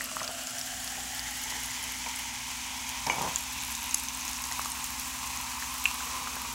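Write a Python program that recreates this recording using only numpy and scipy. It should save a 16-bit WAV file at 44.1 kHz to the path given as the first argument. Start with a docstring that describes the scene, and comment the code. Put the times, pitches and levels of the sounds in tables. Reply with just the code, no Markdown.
"""Fizzy soda runs from a can into a tall glass of ice, close to one microphone in a quiet room.
From the start, over an appliance's hum, countless bubbles sound through the air column above the
drink; the foam hisses, single bubbles pop and cubes bump. The column's resonances climb as the foam
rises. At three seconds the glass knocks and slides on its board; then the ice cracks as the pour runs on."""
import sys
import numpy as np
from scipy import signal
from scipy.fft import rfft, irfft
from scipy.io import wavfile

SR = 44100
rng = np.random.default_rng(int(sys.argv[2]) if len(sys.argv) > 2 else 0)


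def to_wav(sig):
    """Store sig (one row per channel, or 1-D mono) as 16-bit WAV at the path in sys.argv[1].

    Samples outside -1..1 are clipped; the rate is SR.
    """
    pcm = np.clip(np.atleast_2d(sig), -1, 1) * 32767
    pcm = np.round(pcm).astype(np.int16)
    wavfile.write(sys.argv[1], SR, pcm.T)  # frames by channels


N = 288414
TIME = np.arange(N) / SR
EDGE_HZ = 15850  # top of the microphone's band

# course of the pour: t/s, churning level/dB, small-bubble level/dB, hiss level/dB
POUR = [(0.0, -50.5, -44, -39), (0.38, -44.5, -41, -40), (0.73, -48.5, -43.5, -39.5),
        (1.62, -48.5, -39.5, -38), (2.51, -48.5, -41.5, -39), (3.01, -45, -41.5, -39),
        (3.13, -46.5, -42, -38.5), (3.84, -47, -39, -39.5), (4.68, -45.5, -45, -39.5),
        (5.04, -46, -43.5, -39.5), (6.03, -44, -43.5, -39), (6.54, -45.5, -44, -39.5)]
# how eagerly the foam bursts: t/s, crackle level/dB, treble tilt of the hiss/(dB per octave)
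LIVELINESS = [(0, -51.5, -4), (.8, -51, -1), (1.7, -46, -3), (2.5, -58, -4), (3.7, -44, -2), (4.7, -44, -1),
              (5.1, -49.5, -0.5), (5.8, -48.5, 0), (6.54, -52, -2)]
# spectrum of the glass on its board: f/Hz, level/dB
BOARD = [(50, -32), (120, 6), (220, 2.5), (400, -3.5), (650, 3), (950, 8), (1400, -5.5), (2400, -12.5),
         (4000, -17), (9000, -29)]


def amp(db):
    """Decibels to gain."""
    return 10 ** (np.asarray(db) / 20)


def unit_rms(x):
    """Scales x to an rms of 1."""
    return x / np.sqrt(np.mean(x ** 2) + 1e-20)


def follow(rows, t):
    """The columns of a curve table at the times t."""
    times, *columns = np.transpose(rows)
    return [np.interp(t, times, column) for column in columns]


def gain_at(spectrum, hz):
    """Gain of a spectrum table at the frequencies hz."""
    f, db = np.transpose(spectrum)
    return amp(np.interp(np.log(hz + 1), np.log(f + 1), db))


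def coloured(x, spectrum):
    """Filters x by a spectrum table and scales it to an rms of 1."""
    return unit_rms(irfft(rfft(x) * gain_at(spectrum, np.fft.rfftfreq(len(x), 1 / SR)), len(x)))


def drift(rate_hz):
    """A slow random wander with an rms of 1."""
    lowpass = np.exp(-(np.fft.rfftfreq(N, 1 / SR) / rate_hz) ** 2)
    return unit_rms(irfft(rfft(rng.standard_normal(N)) * lowpass, N))


def add(mix, s, sound):
    """Mixes a sound in at s seconds."""
    part = mix[max(round(s * SR), 0):][:len(sound)]
    part += sound[:len(part)]


def ping(hz, swell_s):
    """A few cycles that swell and die away."""
    t = np.arange(SR // 40) / SR
    age = t / max(swell_s, 1 / SR)
    return age * np.exp(1 - age) * np.sin(2 * np.pi * hz * t)


def bursts(per_s, spread_db):
    """Clicks at random moments: many small, a few large."""
    size = amp(spread_db * np.minimum(rng.exponential(1, N), 4))
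    return size * rng.choice([-1, 1], N) * (rng.random(N) < per_s / SR)


def room_tone(air_db=-55.0):
    """An appliance's wavering motor lines over the low murmur of the room's air."""
    # spectrum of the air: f/Hz, level/dB
    air = [(12, -32), (25, -12), (34, -6), (52, 4), (75, -1), (100, -0.5), (160, -7), (215, 0), (340, -17),
           (480, -30), (900, -10), (4000, -34)]
    # motor lines: f/Hz, level/dB, waver (0-1), start of the fade-in t/s
    hum = [(58.5, -55.5, 0, 0.5), (71.9, -56.5, 0, 2.5), (119.7, -62, 0.27, 0), (226, -64, 0.4, 2.5),
           (238.5, -60.5, 0.14, -3.5), (258.4, -55, 0.08, -0.5), (302, -67.5, 0.7, -0.5)]
    out = amp(air_db) * coloured(rng.standard_normal(N), air)
    for hz, db, waver, start in hum:
        envelope = unit_rms(abs(1 + waver * drift(rate_hz=7.6))) * np.clip(2 * (TIME - start), 0, 1)
        phase = 2 * np.pi * (hz * TIME + rng.random()) + waver * drift(rate_hz=1.3)
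        out += amp(db) * np.sqrt(2) * envelope * np.sin(phase)
    return out


def air_column(x, mode, skirt_octaves=0.53):
    """Passes x through one climbing resonance of the air in the glass, ever more damped by the foam."""
    # resonances above the drink: t/s, first f/Hz, second f/Hz, third f/Hz
    resonances = [(0, 626, 1190, 2800), (.3, 674, 1440, 2940), (1.1, 782, 1900, 3060),
                  (1.7, 914, 2060, 3060), (2.6, 930, 2320, 3000), (3.7, 970, 2570, 3620),
                  (5.2, 1003, 2470, 4100), (6.54, 1050, 2420, 4000)]
    # per resonance: half width in the bare glass/Hz, widening/(Hz per s), level/dB, change/(dB per s)
    damping = [(24, 30.4, -1.5, 0.41), (282, 73, -1.5, 0.27), (380, 43, -1.5, -0.8)]
    hz, t, spectra = signal.stft(x, SR, nperseg=1024, noverlap=768)
    centre = follow(resonances, t)[mode]
    bare, widening, db, db_per_s = damping[mode]
    octaves = np.log2((hz[:, None] + 1) / centre)
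    gain = 1 / (1 + 2j * (hz[:, None] - centre) / (bare + widening * t))
    gain /= 1 + (octaves / skirt_octaves) ** 4  # little escapes far from the resonance
    gain /= np.sqrt(np.mean(abs(gain) ** 2, axis=0))  # same power at any width
    return signal.istft(spectra * gain * amp(db + db_per_s * t), SR, nperseg=1024, noverlap=768)[1][:N]


def stream(churn_db=0.5, bubbles_db=-5.0, gurgle_db=-23.5, flutter_db=1.0):
    """The stream drags air under; the bubbles excite the column in uneven gushes."""
    # glugs of the can, which swell the low gurgle: middle t/s, half length/s, rise/dB
    glugs = [(1.005, 0.11, 10), (1.547, 0.12, 11.5), (1.86, .08, 10), (6.303, 0.32, 10)]
    # spectrum of the gurgle: f/Hz, level/dB
    gurgle_tone = [(150, -36), (340, -5), (445, 0.5), (540, -3), (700, -4), (1500, -23), (4000, -60)]
    churn, bubbles, _ = follow(POUR, TIME)
    gushes = unit_rms(bursts(per_s=4000, spread_db=3.5)) * amp(flutter_db * drift(rate_hz=8.7))
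    glug_db = sum(db * np.exp(-((TIME - s) / half) ** 4) for s, half, db in glugs)
    gurgle = amp(churn + gurgle_db + glug_db) * coloured(gushes, gurgle_tone)
    low = amp(churn + churn_db) * air_column(gushes, 0)
    high = amp(bubbles + bubbles_db) * (air_column(gushes, 1) + air_column(gushes, 2))
    return gurgle + low + high


def foam_hiss(hiss_db=0.64, flutter_db=0.76, sink_s=0.74, build_s=2.8, body_hz=4300):
    """The head hisses with thousands of tiny bursts: high and thin at first, fuller as it builds."""
    # spectrum of the hiss: f/Hz, level/dB
    hiss_tone = [(450, -20.5), (800, -7), (1250, -3.5), (2700, -1), (4600, -4), (5500, -2), (6400, -2.4),
                 (7600, -1.44), (9400, -6.5), (10400, -5), (11700, -6.5), (12500, -11), (14500, -8.5),
                 (16000, -9.5)]
    hz, t, spectra = signal.stft(bursts(per_s=16000, spread_db=2.5), SR, nperseg=256)
    hz = hz[:, None]
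    tilt_db = follow(LIVELINESS, t)[1] * np.maximum(np.log2((hz + 1) / 6000), 0)
    peak_hz = 6270 + 2100 * np.exp(-t / sink_s)  # the peak sinks while the head builds
    peak_db = 3.5 / (1 + ((hz - peak_hz) / 670) ** 2)
    thin_db = -3 * np.exp(-t / build_s) * (hz < body_hz)  # and the lower part fills in
    fizz = signal.istft(spectra * amp(tilt_db + peak_db + thin_db), SR, nperseg=256)[1][:N]
    level_db = follow(POUR, TIME)[2] + hiss_db + flutter_db * drift(rate_hz=41)
    return coloured(fizz, hiss_tone) * amp(level_db)


def foam_crackle(sizes=24, swell_cycles=2.1, level_db=-5.0, echo=0.6):
    """Larger foam cells burst one by one: a sharp tick, and its reflection off the glass wall."""
    out = np.zeros(N)
    for hz, delay_s in zip(np.geomspace(6200, 15500, sizes), rng.uniform(0.0003, 0.00098, sizes)):
        tick = ping(hz, swell_cycles / hz)
        tick = tick + echo * np.roll(tick, round(delay_s * SR))
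        out += signal.oaconvolve(bursts(per_s=13, spread_db=8.5), tick)[:N]
    return unit_rms(out) * amp(follow(LIVELINESS, TIME)[0] + level_db)


def ruptures(rows, tone_db, snap_db, spread_octaves, fade_s=0.0014):
    """A film tears or ice splits: a damped tone and a brief snap of noise around its pitch."""
    # spectrum of the snap: f/Hz, level/dB
    snap_tone = [(400, -16), (1000, 13), (4000, 0.5), (6500, -1), (11500, -3), (15000, -10)]
    out, t = np.zeros(N), np.arange(SR // 100) / SR
    f = np.fft.rfftfreq(len(t), 1 / SR)
    for (s, db, hz, swell_s), noise in zip(rows, rng.standard_normal((len(rows), len(t)))):
        colour = gain_at(snap_tone, f) / (1 + (np.log2((f + 1) / hz) / spread_octaves) ** 2)
        snap = unit_rms(irfft(rfft(noise) * colour, len(t))) * np.exp(-t / fade_s)
        add(out, s, amp(db + tone_db) * ping(hz, swell_s))
        add(out, s, amp(db + snap_db) * snap)
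    return out


def bubble_pops(swell_at_1khz_s=0.0011):
    """Single bubbles burst; the smaller, the higher and shorter."""
    # the loudest bubbles: t/s, level/dB, f/Hz
    pops = [(.0085, -23.5, 1930), (0.0416, -26, 11650), (0.048, -30.5, 4900), (0.1153, -35, 1110),
            (0.1674, -23.5, 1200), (.1973, -30, 5030), (.205, -28, 1960), (.2159, -25.5, 1120),
            (.231, -25, 6200), (.2462, -29, 5300), (0.2775, -23, 4850), (.2915, -33, 675),
            (.4711, -26.5, 6670), (.584, -24.5, 5800), (0.6127, -24.5, 5530), (.8439, -27, 10750),
            (.876, -27, 5330), (.956, -32, 2250), (1.1937, -24, 4730), (1.523, -29, 930),
            (1.6342, -27, 11400), (1.8389, -28, 10800), (2.0615, -29, 2300), (2.1605, -28.5, 10500),
            (3.0676, -21.5, 5600), (3.7509, -23.5, 6860), (3.91, -23, 6540), (4.0852, -22, 6240),
            (4.3316, -26, 6480), (4.3883, -29, 2570), (4.4395, -22, 6400), (4.514, -30, 1930),
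            (4.5229, -24, 6550), (4.5943, -24, 1030), (4.6474, -25.5, 6790), (4.658, -28.5, 1150),
            (4.7188, -26, 8700), (4.8419, -24, 7300), (4.844, -29, 13240), (5.3732, -26, 6600),
            (5.6244, -28.5, 1770), (6.005, -32, 1480), (6.2725, -28, 1250), (6.3674, -27.5, 1000)]
    rows = [(s, db, hz, swell_at_1khz_s * (1000 / hz) ** 0.42) for s, db, hz in pops]
    return ruptures(rows, tone_db=0.5, snap_db=-6.0, spread_octaves=0.76, fade_s=0.0027)


def bubble_ticks(full_crackle_db=-45, scatter_db=2.0, tries=300):
    """Small bubbles tick dryly at random moments, more often while the foam is lively."""
    # bubble sizes: f/Hz, spread/octaves, swell/s, rate at full crackle/(1/s), level/dB
    sizes = [(6380, 0.063, 0.00053, 6, -30.5), (11560, 0.07, 0.00014, 28, -30.5)]
    rows, duration = [], N / SR
    for hz, octaves, swell_s, per_s, db in sizes:
        chances, scatter = rng.random((tries, 2)), rng.standard_normal((tries, 2))
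        for (when, luck), (detune, strength) in zip(chances, scatter):
            s = when * duration
            lively = amp(follow(LIVELINESS, s)[0] - full_crackle_db) ** 1.6
            if luck * tries < per_s * duration * lively:
                rows.append((s, db + scatter_db * strength, hz * 2 ** (octaves * detune), swell_s))
    return ruptures(rows, tone_db=0.0, snap_db=-2.0, spread_octaves=1.0)


def ice_bumps(thud_db=-6.5, hollow_db=-4.0, t60=0.11):
    """Floating cubes bump the wall: a dull thud and a hollow answer from the air column."""
    # bumps of the cubes: t/s, level/dB
    bumps = [(.215, -34), (.292, -35.5), (.975, -41.5), (1.522, -48), (1.83, -44), (2.06, -35),
             (4.513, -38), (4.593, -45), (4.658, -46), (6.067, -39.5), (6.365, -39)]
    blows, t = np.zeros(N), np.arange(SR // 8) / SR
    for (s, db), noise in zip(bumps, rng.standard_normal((len(bumps), len(t)))):
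        add(blows, s, amp(db - 60 * t / t60) * noise)
    thud = coloured(blows, BOARD) * blows.std()
    return amp(thud_db) * thud + amp(hollow_db) * air_column(blows, 0)


def glass_slides(attack_s=0.0074, t60=0.26):
    """The base judders across the board in tiny slips; each shove starts quickly, holds and dies away."""
    # shoves of the base: start t/s, length/s, level/dB
    shoves = [(3.061, 0.079, -34), (3.174, 0.014, -38), (3.203, 0.081, -37)]
    envelope = np.zeros(N)
    for start, length, db in shoves:
        t = TIME - start
        envelope += np.clip(t / attack_s, 0, 1) * amp(db - 60 * np.maximum(t - length, 0) / t60)
    return envelope * coloured(bursts(per_s=1000, spread_db=0.0), BOARD)


def glass_knocks(thud_t60=0.028):
    """The glass knocks on the board with a thud, and its wall rings."""
    # knocks: t/s, thud level/dB, ring level/dB
    knocks = [(3.0675, -30, -38), (3.0985, -20.5, -24.5), (3.129, -34, -35), (3.212, -36, -58)]
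    # modes of the glass: f/Hz, level/dB, t60/s
    modes = [(920, -27, 0.26), (2263, 2, 0.12), (2350, 2, 0.049), (2903, -8, 0.11), (4807, -18, 0.091),
             (6300, -2.5, 0.048)]
    out, t = np.zeros(N), np.arange(SR // 2) / SR
    ring = sum(amp(db - 60 * t / t60) * np.sin(2 * np.pi * hz * t) for hz, db, t60 in modes)
    for s, thud_db, ring_db in knocks:
        thud = 0.16 * coloured(rng.standard_normal(len(t)), BOARD) * amp(-60 * t / thud_t60)
        add(out, s, amp(thud_db) * thud + amp(ring_db) * ring)
        add(out, s, amp(thud_db) * ping(hz=920, swell_s=0.0019))  # the blow also shakes the air column
    return out


def ice_cracks(overtone_ratio=2.8, overtone_db=-11.5):
    """Cubes split as the drink warms them; large, low pieces also ring in their second bending mode."""
    # cracks: t/s, level/dB, f/Hz, swell/s
    cracks = [(3.3597, -13.5, 7070, .00027), (3.9439, -14, 10450, .00023), (3.9439, -19, 7950, 0.00021),
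              (3.9454, -25, 5040, 0.00051), (3.9451, -19, 6370, .00075), (3.9454, -14.5, 7400, 0.00027),
              (5.8554, -13.5, 2670, 0.00087), (5.8594, -17.5, 2550, .00064)]
    overtones = [(s, db + overtone_db, hz * overtone_ratio, swell_s / 2)
                 for s, db, hz, swell_s in cracks if hz * overtone_ratio < EDGE_HZ]
    return ruptures(cracks + overtones, tone_db=4.0, snap_db=-12.0, spread_octaves=1.3)


def room(x, wet_db=-12.0, t60=0.33, echoes_per_s=3000):
    """The close sound plus faint, quickly fading reflections from the table and walls."""
    t = np.arange(SR // 3) / SR
    taps = rng.choice([-1, 1], len(t)) * (rng.random(len(t)) < echoes_per_s / SR)
    taps = taps * (t > 0.002) * amp(-60 * t / t60)
    return x + amp(wet_db) * signal.oaconvolve(x, taps / np.linalg.norm(taps))[:N]


def scene():
    """Bubbles, ice and glass close up in a small room, over the room tone; both channels alike."""
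    floor = room_tone()
    solids = ice_bumps() + glass_knocks() + glass_slides() + ice_cracks()
    bubbles = stream() + foam_hiss() + foam_crackle() + bubble_pops() + bubble_ticks()
    return np.tile(room(bubbles + solids) + floor, (2, 1))


def record(dry):
    """One microphone on both channels, band limited."""
    lowpass = signal.firwin(511, EDGE_HZ, window=("kaiser", 8), fs=SR)
    return signal.oaconvolve(dry, lowpass[None], "same")


dry = scene()
out = record(dry)
to_wav(out)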